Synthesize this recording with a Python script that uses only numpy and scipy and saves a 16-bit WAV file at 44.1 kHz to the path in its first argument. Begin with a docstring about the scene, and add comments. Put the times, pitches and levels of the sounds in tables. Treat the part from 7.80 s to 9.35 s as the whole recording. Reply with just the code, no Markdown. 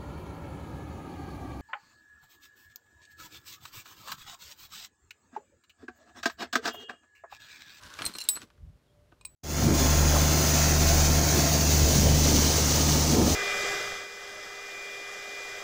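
"""First comes a papery scrape: a hand turns a steel tube trap over on a paper mailer, on a wooden deck.
The trap knocks on the boards through the paper, and its chain and trigger lever rattle.
Its barrel is struck and rings clearly until setting the trap down chokes it.
Then the outdoors is left: a puff of wind, a faint hum and a far bird, before two small last clinks."""
import sys
import numpy as np
from scipy import signal
from scipy.fft import rfft, irfft
from scipy.io import wavfile
from scipy.ndimage import uniform_filter1d

SR = 44100
rng = np.random.default_rng(int(sys.argv[2]) if len(sys.argv) > 2 else 0)


def waveform_to_disk(signal):
    """Save audio, clipped to [-1, 1], as 16-bit WAV at the path in sys.argv[1]."""
    frames = np.transpose(np.atleast_2d(signal))
    scaled = np.clip(frames, -1, 1) * 32767
    samples = np.round(scaled).astype(np.int16)
    wavfile.write(sys.argv[1], SR, samples)


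N = 68355
TIME = np.arange(N) / SR
TILT_PIVOT_HZ = 4000  # a positive tilt boosts pitches above this and softens those below


def amp(db):
    """Turns decibels into a number to multiply by."""
    return 10 ** (np.asarray(db) / 20)


def unit(x):
    """Scales a sound to an average (rms) size of 1."""
    return x / np.sqrt(np.mean(x ** 2) + 1e-20)


def curve(points):
    """Joins (time_s, value) points with straight lines."""
    return np.interp(TIME, *np.transpose(points))


def add(mix, start_s, sound):
    """Mixes a sound in at its start time."""
    part = mix[max(round(start_s * SR), 0):][:len(sound)]
    part += sound[:len(part)]


def coloured(x, colour, tilt_db=0):
    """Gives x a colour (how strong each pitch is), tilted by dB per octave, at size 1."""
    hz = np.fft.rfftfreq(len(x), 1 / SR) + 1
    points_hz, points_db = np.transpose(colour)
    shape_db = np.interp(np.log(hz), np.log(points_hz), points_db)
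    shape_db += tilt_db * np.log2(np.maximum(hz, points_hz[0]) / TILT_PIVOT_HZ)
    return unit(irfft(rfft(x) * amp(shape_db), len(x)))


def dying(t, fade_s):
    """Fades by 60 dB in fade_s seconds."""
    return np.exp(-np.log(1000) * t / fade_s)


def crack(colour, fade_s, tick_share, tilt_db=0):
    """Rough surfaces meet: a bright tick holding tick_share of the energy, and a short noisy tail."""
    t = TIME[:SR // 8]
    ringing, roughness = rng.standard_normal((2, len(t)))
    tail = coloured(ringing, colour, tilt_db) * dying(t, fade_s)
    burst = coloured(roughness * (t < .0006), colour, tilt_db + 2.5)
    # keep the burst's colour but pack its energy at the very start (minimum phase)
    log_gain = np.log(abs(np.fft.fft(burst)) + 1e-9)
    tick = np.fft.ifft(np.exp(np.conj(signal.hilbert(log_gain)))).real
    tick *= np.linalg.norm(tail) / np.linalg.norm(tick)
    return np.sqrt(1 - tick_share) * tail + np.sqrt(tick_share) * tick


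def strike(hit, tones, colour, crack_s, tick_share, detune=0):
    """One hit: a crack, plus the part's own tones, each off pitch by up to the fraction detune."""
    _, ring_db, crack_db, tilt_db, fade_factor = hit
    t = TIME[:SR // 2]
    out = np.zeros(len(t))
    for hz, db, fade_s in tones:
        phase, offset = rng.uniform(-.87, 1, 2)
        gain = amp(ring_db + db + tilt_db * np.log2(hz / TILT_PIVOT_HZ))  # tilt sets the brightness
        tone = np.sin(2 * np.pi * hz * (1 + detune * offset) * t + np.pi * phase)
        out += gain * dying(t, fade_s * fade_factor) * tone  # a gripped part fades sooner
    out *= np.minimum(t / .00041, 1)  # the ring takes a moment to build
    add(out, 0, amp(crack_db) * crack(colour, crack_s, tick_share, tilt_db))
    return out


def rattle(hits, tones, colour, **contact):
    """Strikes one part once for each row of hits."""
    out = np.zeros(N)
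    for hit in hits:
        add(out, hit[0], strike(hit, tones, colour, **contact))
    return out


# the hush of still air: pitch_hz, relative_db
AIR_COLOUR = [(30, -15.5), (150, -2.5), (400, -1), (750, -9), (4000, -20.5), (14500, -29.5), (16000, -36.5)]
# puffs of wind: time_s, level_db
WIND_LEVELS = [(0, -73), (.05, -53.5), (.12, -74), (.22, -58), (.33, -78.5), (.74, -71.5), (.79, -57.5),
               (.845, -45.5), (.89, -50.5), (.95, -57.5), (1.0, -72.5), (1.2, -61), (1.35, -68), (1.5, -63)]
# the wind's rumble: pitch_hz, relative_db
WIND_COLOUR = [(25, -35), (45, 0), (75, -1.5), (140, -6.5), (210, -20.5), (400, -40.5), (1500, -69.5)]
def air_and_wind():
    """Still air hisses softly while the wind rumbles in puffs."""
    air, wind = rng.standard_normal((2, N))
    hush = amp(-71.5) * coloured(air, AIR_COLOUR)
    return hush + amp(curve(WIND_LEVELS)) * coloured(wind, WIND_COLOUR)


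# the hum fading and swelling: time_s, level_db
HUM_LEVELS = [(0, -65.5), (1.05, -80.5), (1.12, -70.5), (1.23, -65), (1.28, -77.5)]
def far_hum(pitch_hz=590, waver=.008):
    """One distant tone whose pitch wanders a little."""
    drift = unit(uniform_filter1d(rng.standard_normal(N), size=900))
    hz = pitch_hz * (1 + waver * drift)
    return amp(curve(HUM_LEVELS)) * np.sin(2 * np.pi * np.cumsum(hz) / SR)


# the bird's note: time_s, pitch_hz
BIRD_NOTE = [(1.06, 3880), (1.09, 3200), (1.115, 3320), (1.145, 4510)]
def far_bird(level_db=-78):
    """A bird whistles one note that slides down, then up."""
    start_s, end_s = BIRD_NOTE[0][0], BIRD_NOTE[-1][0]
    progress = np.clip((TIME - start_s) / (end_s - start_s), 0, 1)
    swell = np.sqrt(abs(np.sin(np.pi * progress)))
    return amp(level_db) * swell * np.sin(2 * np.pi * np.cumsum(curve(BIRD_NOTE)) / SR)


# thuds of handling: time_s, level_db
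THUD_LEVELS = [(0, -111), (.05, -59.5), (.17, -72.5), (.22, -49.5), (.29, -48.5), (.33, -61), (.37, -55.5),
               (.42, -76.5), (.52, -75), (.55, -63), (.64, -55), (.68, -74), (.75, -81)]
# their dull sound: pitch_hz, relative_db
THUD_COLOUR = [(30, -24), (70, -2.5), (170, -2), (280, -1), (500, -10.5), (1200, -34.5)]
def hand_thuds():
    """The hand and the mailer bump softly, making swells of low noise."""
    return coloured(rng.standard_normal(N), THUD_COLOUR) * amp(curve(THUD_LEVELS))


# the trap sliding: time_s, level_db
SLIDE_LEVELS = [(0, -61.5), (.035, -50.5), (.09, -55), (.18, -50.5), (.225, -45.5), (.28, -45), (.32, -53),
                (.46, -54.5), (.52, -53.5), (.6, -57.5), (.63, -50.5), (.66, -71.5), (.72, -79),
                (.85, -81.5)]
# its scratchy sound: pitch_hz, relative_db
SLIDE_COLOUR = [(60, -22), (300, -6), (720, -9.5), (1030, -1), (1560, -1), (2100, -6.5), (4000, -3.5),
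                (6500, -10.5), (10000, -17.5), (16000, -22.5)]
def paper_slide(grains_per_s=1900, spread_db=1):
    """Sliding on paper makes many tiny clicks (grains) over a smooth hiss."""
    grains = (rng.random(N) < grains_per_s / SR) * rng.choice([-1, 1], N)
    sizes = amp(spread_db * np.minimum(rng.exponential(1, N), 4))
    scrape = unit(grains * sizes) + .37 * rng.standard_normal(N)
    return coloured(scrape, SLIDE_COLOUR) * amp(curve(SLIDE_LEVELS))


# steel rubbing the mailer: time_s, level_db
RUB_LEVELS = [(0, -64.5), (.055, -54), (.09, -56), (.12, -50.5), (.17, -58), (.21, -75)]
# where the rub is strongest: pitch_hz, width_hz, relative_db
RUB_PEAKS = [(1046, 290, -6.5), (1540, 240, -3)]
def paper_rub():
    """Steel dragged over the tight mailer rasps around two pitches."""
    friction = rng.standard_normal(N)
    rasp = np.zeros(N)
    for hz, width_hz, db in RUB_PEAKS:
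        band = signal.iirpeak(hz, hz / width_hz, fs=SR)
        rasp += amp(db) * unit(signal.filtfilt(*band, friction))
    return unit(rasp) * amp(curve(RUB_LEVELS)) * (TIME < RUB_LEVELS[-1][0])


# creases snapping: start_s, level_db, pitch_hz
SNAPS = [(.0365, -46, 3000), (.0655, -48, 3050), (.103, -48, 3050), (.1395, -39, 3800)]
# a snap's crack: pitch_hz, relative_db
SNAP_COLOUR = [(500, -31), (1500, -3), (3700, 1), (7000, 1), (16000, -39)]
def paper_snaps(fade_s=.015):
    """Each crease gives way with a crack and a very short tone."""
    out = np.zeros(N)
    for start_s, db, hz in SNAPS:
        add(out, start_s, amp(db) * crack(SNAP_COLOUR, fade_s, tick_share=.58))
        add(out, start_s, amp(db) * dying(TIME, fade_s) * np.sin(2 * np.pi * hz * TIME))
    return out


def echoes(x, level_db=-14, fade_s=.11, delay_s=.003, bounces_per_s=2000):
    """Sound bounces briefly off the deck and the things around it."""
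    t = TIME[:SR // 3]
    bounces = rng.standard_normal(len(t)) * (rng.random(len(t)) < bounces_per_s / SR)
    tail = bounces * dying(t, fade_s) * (t > delay_s)
    return amp(level_db) * signal.fftconvolve(x, tail / np.linalg.norm(tail))[:N]


# the boards' tones: pitch_hz, relative_db, fade_s
DECK_TONES = [(322, -14, 0.039), (659.5, -15, 0.049), (1174, -4, 0.033), (1580, -5, 0.037),
              (2510, -5.5, 0.024)]
# a knock's crack: pitch_hz, relative_db
DECK_CRACK = [(80, -22.5), (400, -10), (1400, 7), (2000, -3.5), (2700, -1), (4200, -7.5), (6000, -15.5),
              (16000, -38)]
# knocks: start_s, ring_db, crack_db, tilt_db_per_octave, fade_factor
DECK_HITS = [(.1892, -32, -29, 0.5, 1.5), (.198, -34, -47, 2.5, 1.6), (.2095, -40, -35, -6.5, 0.3),
             (.2201, -34.5, -27.5, 1.5, .5), (.2441, -29, -32.5, 1, 0.32), (.352, -44.5, -39, -0.5, 2.2),
             (.564, -41, -44, 0, 1.2), (.5715, -38, -36, -3, .4), (.6178, -64, -39, 2.5, 0.85),
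             (.703, -62.5, -58, 0, 1.9), (.777, -64, -62.5, -1, .6), (1.3195, -63.5, -58.5, -2, 1.22),
             (1.324, -63.5, -57.5, -7.5, 1.1)]
def deck_knocks():
    """The trap knocks on the wooden boards through the paper."""
    return rattle(DECK_HITS, DECK_TONES, DECK_CRACK, crack_s=.03, tick_share=.22, detune=.075)


# a link's tones: pitch_hz, relative_db, fade_s
LINK_TONES = [(4219, 2.5, 0.054), (4110, -6.5, 0.057), (8106, -3.5, 0.059), (8825, -3, .055),
              (13930, -16.5, .02)]
# the swivel's tones: pitch_hz, relative_db, fade_s
SWIVEL_TONES = [(7500, 0, 0.08), (8340, -6.5, .09)]
# the crack of either: pitch_hz, relative_db
CHAIN_CRACK = [(300, -17.5), (1500, -9), (3800, 1), (8800, -0.5), (14000, -1.5), (16000, -13.5)]
# link clinks: start_s, ring_db, crack_db, tilt_db_per_octave, fade_factor
LINK_HITS = [(.2235, -38.5, -44, -5, 1), (.2525, -32, -32, 6.5, 0.98), (.2630, -23.5, -26, -2, 0.7),
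             (.268, -34, -36, -8, 0.38), (.3382, -42, -48, -1.5, 0.8), (.352, -43, -52, -1.5, 0.85),
             (.3555, -34.5, -41, -8, 0.75), (.3645, -42, -54.5, -3.5, 1), (.556, -40.5, -41, -5.5, 0.64),
             (.5645, -38, -57, 1, 1)]
# the swivel's tinkle: start_s, ring_db, crack_db, tilt_db_per_octave, fade_factor
SWIVEL_HITS = [(.439, -40.5, -41.5, 0.5, .6)]
def chain():
    """Links clink together, each a little off pitch, and a small swivel tinkles once."""
    contact = dict(crack_s=.023, tick_share=.26)
    links = rattle(LINK_HITS, LINK_TONES, CHAIN_CRACK, detune=.018, **contact)
    return links + rattle(SWIVEL_HITS, SWIVEL_TONES, CHAIN_CRACK, **contact)


# the lever's tones: pitch_hz, relative_db, fade_s
LEVER_TONES = [(2809, -2, 0.057), (4070, -1, 0.11), (4300, -2, 0.049), (5380, -7.5, 0.04),
               (7266, -5.5, .05), (8220, -10.5, 0.044), (9500, -5.5, .025)]
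# its crack: pitch_hz, relative_db
LEVER_CRACK = [(300, -18), (1200, -11), (2600, -4.5), (5500, 6), (9000, -0.5), (12000, -3.5), (16000, -7.5)]
# its taps: start_s, ring_db, crack_db, tilt_db_per_octave, fade_factor
LEVER_HITS = [(.385, -39, -30, -3.5, 1.7), (0.4037, -36.5, -38, 1, 0.98), (.413, -33, -38.5, 0, 0.48),
              (.419, -39, -39.5, 1.5, 0.54), (0.451, -44.5, -46.5, -5, 0.4)]
def lever():
    """The trigger lever rattles in a quick run of taps."""
    return rattle(LEVER_HITS, LEVER_TONES, LEVER_CRACK, crack_s=.022, tick_share=.12, detune=.015)


def loose_links(hits, low_hz=5500, high_hz=14000, max_lag_s=.014, fade_s=.035, relative_db=-13.5):
    """Each hit shakes three nearby links, which ping at their own pitches just after it."""
    out, t = np.zeros(N), TIME[:SR // 8]
    for start_s, ring_db, *_ in hits:
        for height, lag in rng.random((3, 2)):
            hz = low_hz * (high_hz / low_hz) ** height
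            ping = dying(t, fade_s) * np.sin(2 * np.pi * hz * t)
            add(out, start_s + lag * max_lag_s, amp(ring_db + relative_db) * ping)
    return out


# the catch's tones: pitch_hz, relative_db, fade_s
CATCH_TONES = [(1027, -20.5, 0.1), (2488, -3, 0.057), (2820, -8, 0.041), (3928, -3.5, 0.044),
               (4220, -6, 0.024), (5290, -9, 0.025), (7750, -11, 0.019), (8240, 3.5, 0.04)]
# its crack: pitch_hz, relative_db
CATCH_CRACK = [(300, -28.5), (1200, 1.5), (1900, -20), (2600, -3.5), (4200, 8), (6000, -7), (7200, 7),
               (10000, -10), (16000, -4.5)]
# its taps: start_s, ring_db, crack_db, tilt_db_per_octave, fade_factor
CATCH_HITS = [(1.4115, -53.5, -54.5, -4.5, 1), (1.4507, -38.5, -41, -1, 0.72),
              (1.4535, -43, -38, 8.5, 0.97)]
def catch():
    """The trap's catch taps, then drops into place: the last clinks."""
    return rattle(CATCH_HITS, CATCH_TONES, CATCH_CRACK, crack_s=.022, tick_share=.04)


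# the steel barrel's tones: pitch_hz, relative_db, fade_s
BARREL_TONES = [(3905, -13.5, .03), (5360, -38, .16), (7892, -26, .6), (8146, -15, .085), (8917, -35, .13),
                (11320, -34, .09), (12600, -35, .34), (15295, -28, .18)]
# its crack: pitch_hz, relative_db
BARREL_CRACK = [(100, -43), (1000, -5.5), (1600, -21), (2300, -10.5), (3300, -8), (3900, -1), (4800, -0.5),
                (6000, -13), (8400, 4), (10500, -5.5), (12300, -9), (14500, -2), (16000, -7.5)]
# one loud blow, one faint: start_s, ring_db, crack_db, tilt_db_per_octave, fade_factor
BARREL_HITS = [(0.4883, -4, -15.5, 2, 0.88), (1.4501, -39.5, -59, 9.5, 0.77)]
def barrel(set_down_s=.566, drop_db=7, choke_db_per_s=270, dull_above_hz=11000):
    """The tube rings high and clear; touching down chokes the ring, the highest tones most."""
    out = np.zeros(N)
    treble_cut = signal.butter(4, dull_above_hz, fs=SR, output="sos")
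    for hit in BARREL_HITS:
        start_s = hit[0]
        ring = strike(hit, BARREL_TONES, BARREL_CRACK, crack_s=.032, tick_share=.08)
        if start_s < set_down_s:
            resting_s = np.maximum(start_s + TIME[:len(ring)] - set_down_s, 0)
            touch = np.minimum(resting_s / .011, 1)  # 0 in the air, 1 fully down
            choked = signal.sosfiltfilt(treble_cut, ring) * amp(-drop_db - choke_db_per_s * resting_s)
            ring = (1 - touch) * ring + touch * choked
        add(out, start_s, ring)
    return out


def scene():
    """Mixes the trap with its echoes, the paper and the outdoors into one channel."""
    trap = chain() + lever() + catch() + deck_knocks() + barrel() + loose_links(LINK_HITS + LEVER_HITS)
    trap += echoes(trap)
    paper = paper_slide() + paper_snaps() + hand_thuds() + paper_rub()
    outdoors = air_and_wind() + far_hum() + far_bird()
    return (trap + paper + outdoors)[None]


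def record(dry):
    """Cuts the very highest treble, above 15850 Hz."""
    treble_cut = signal.firwin(255, 15850, window=("kaiser", 9), fs=SR)
    return signal.oaconvolve(dry, treble_cut[None], "same")


dry = scene()
out = record(dry)
waveform_to_disk(out)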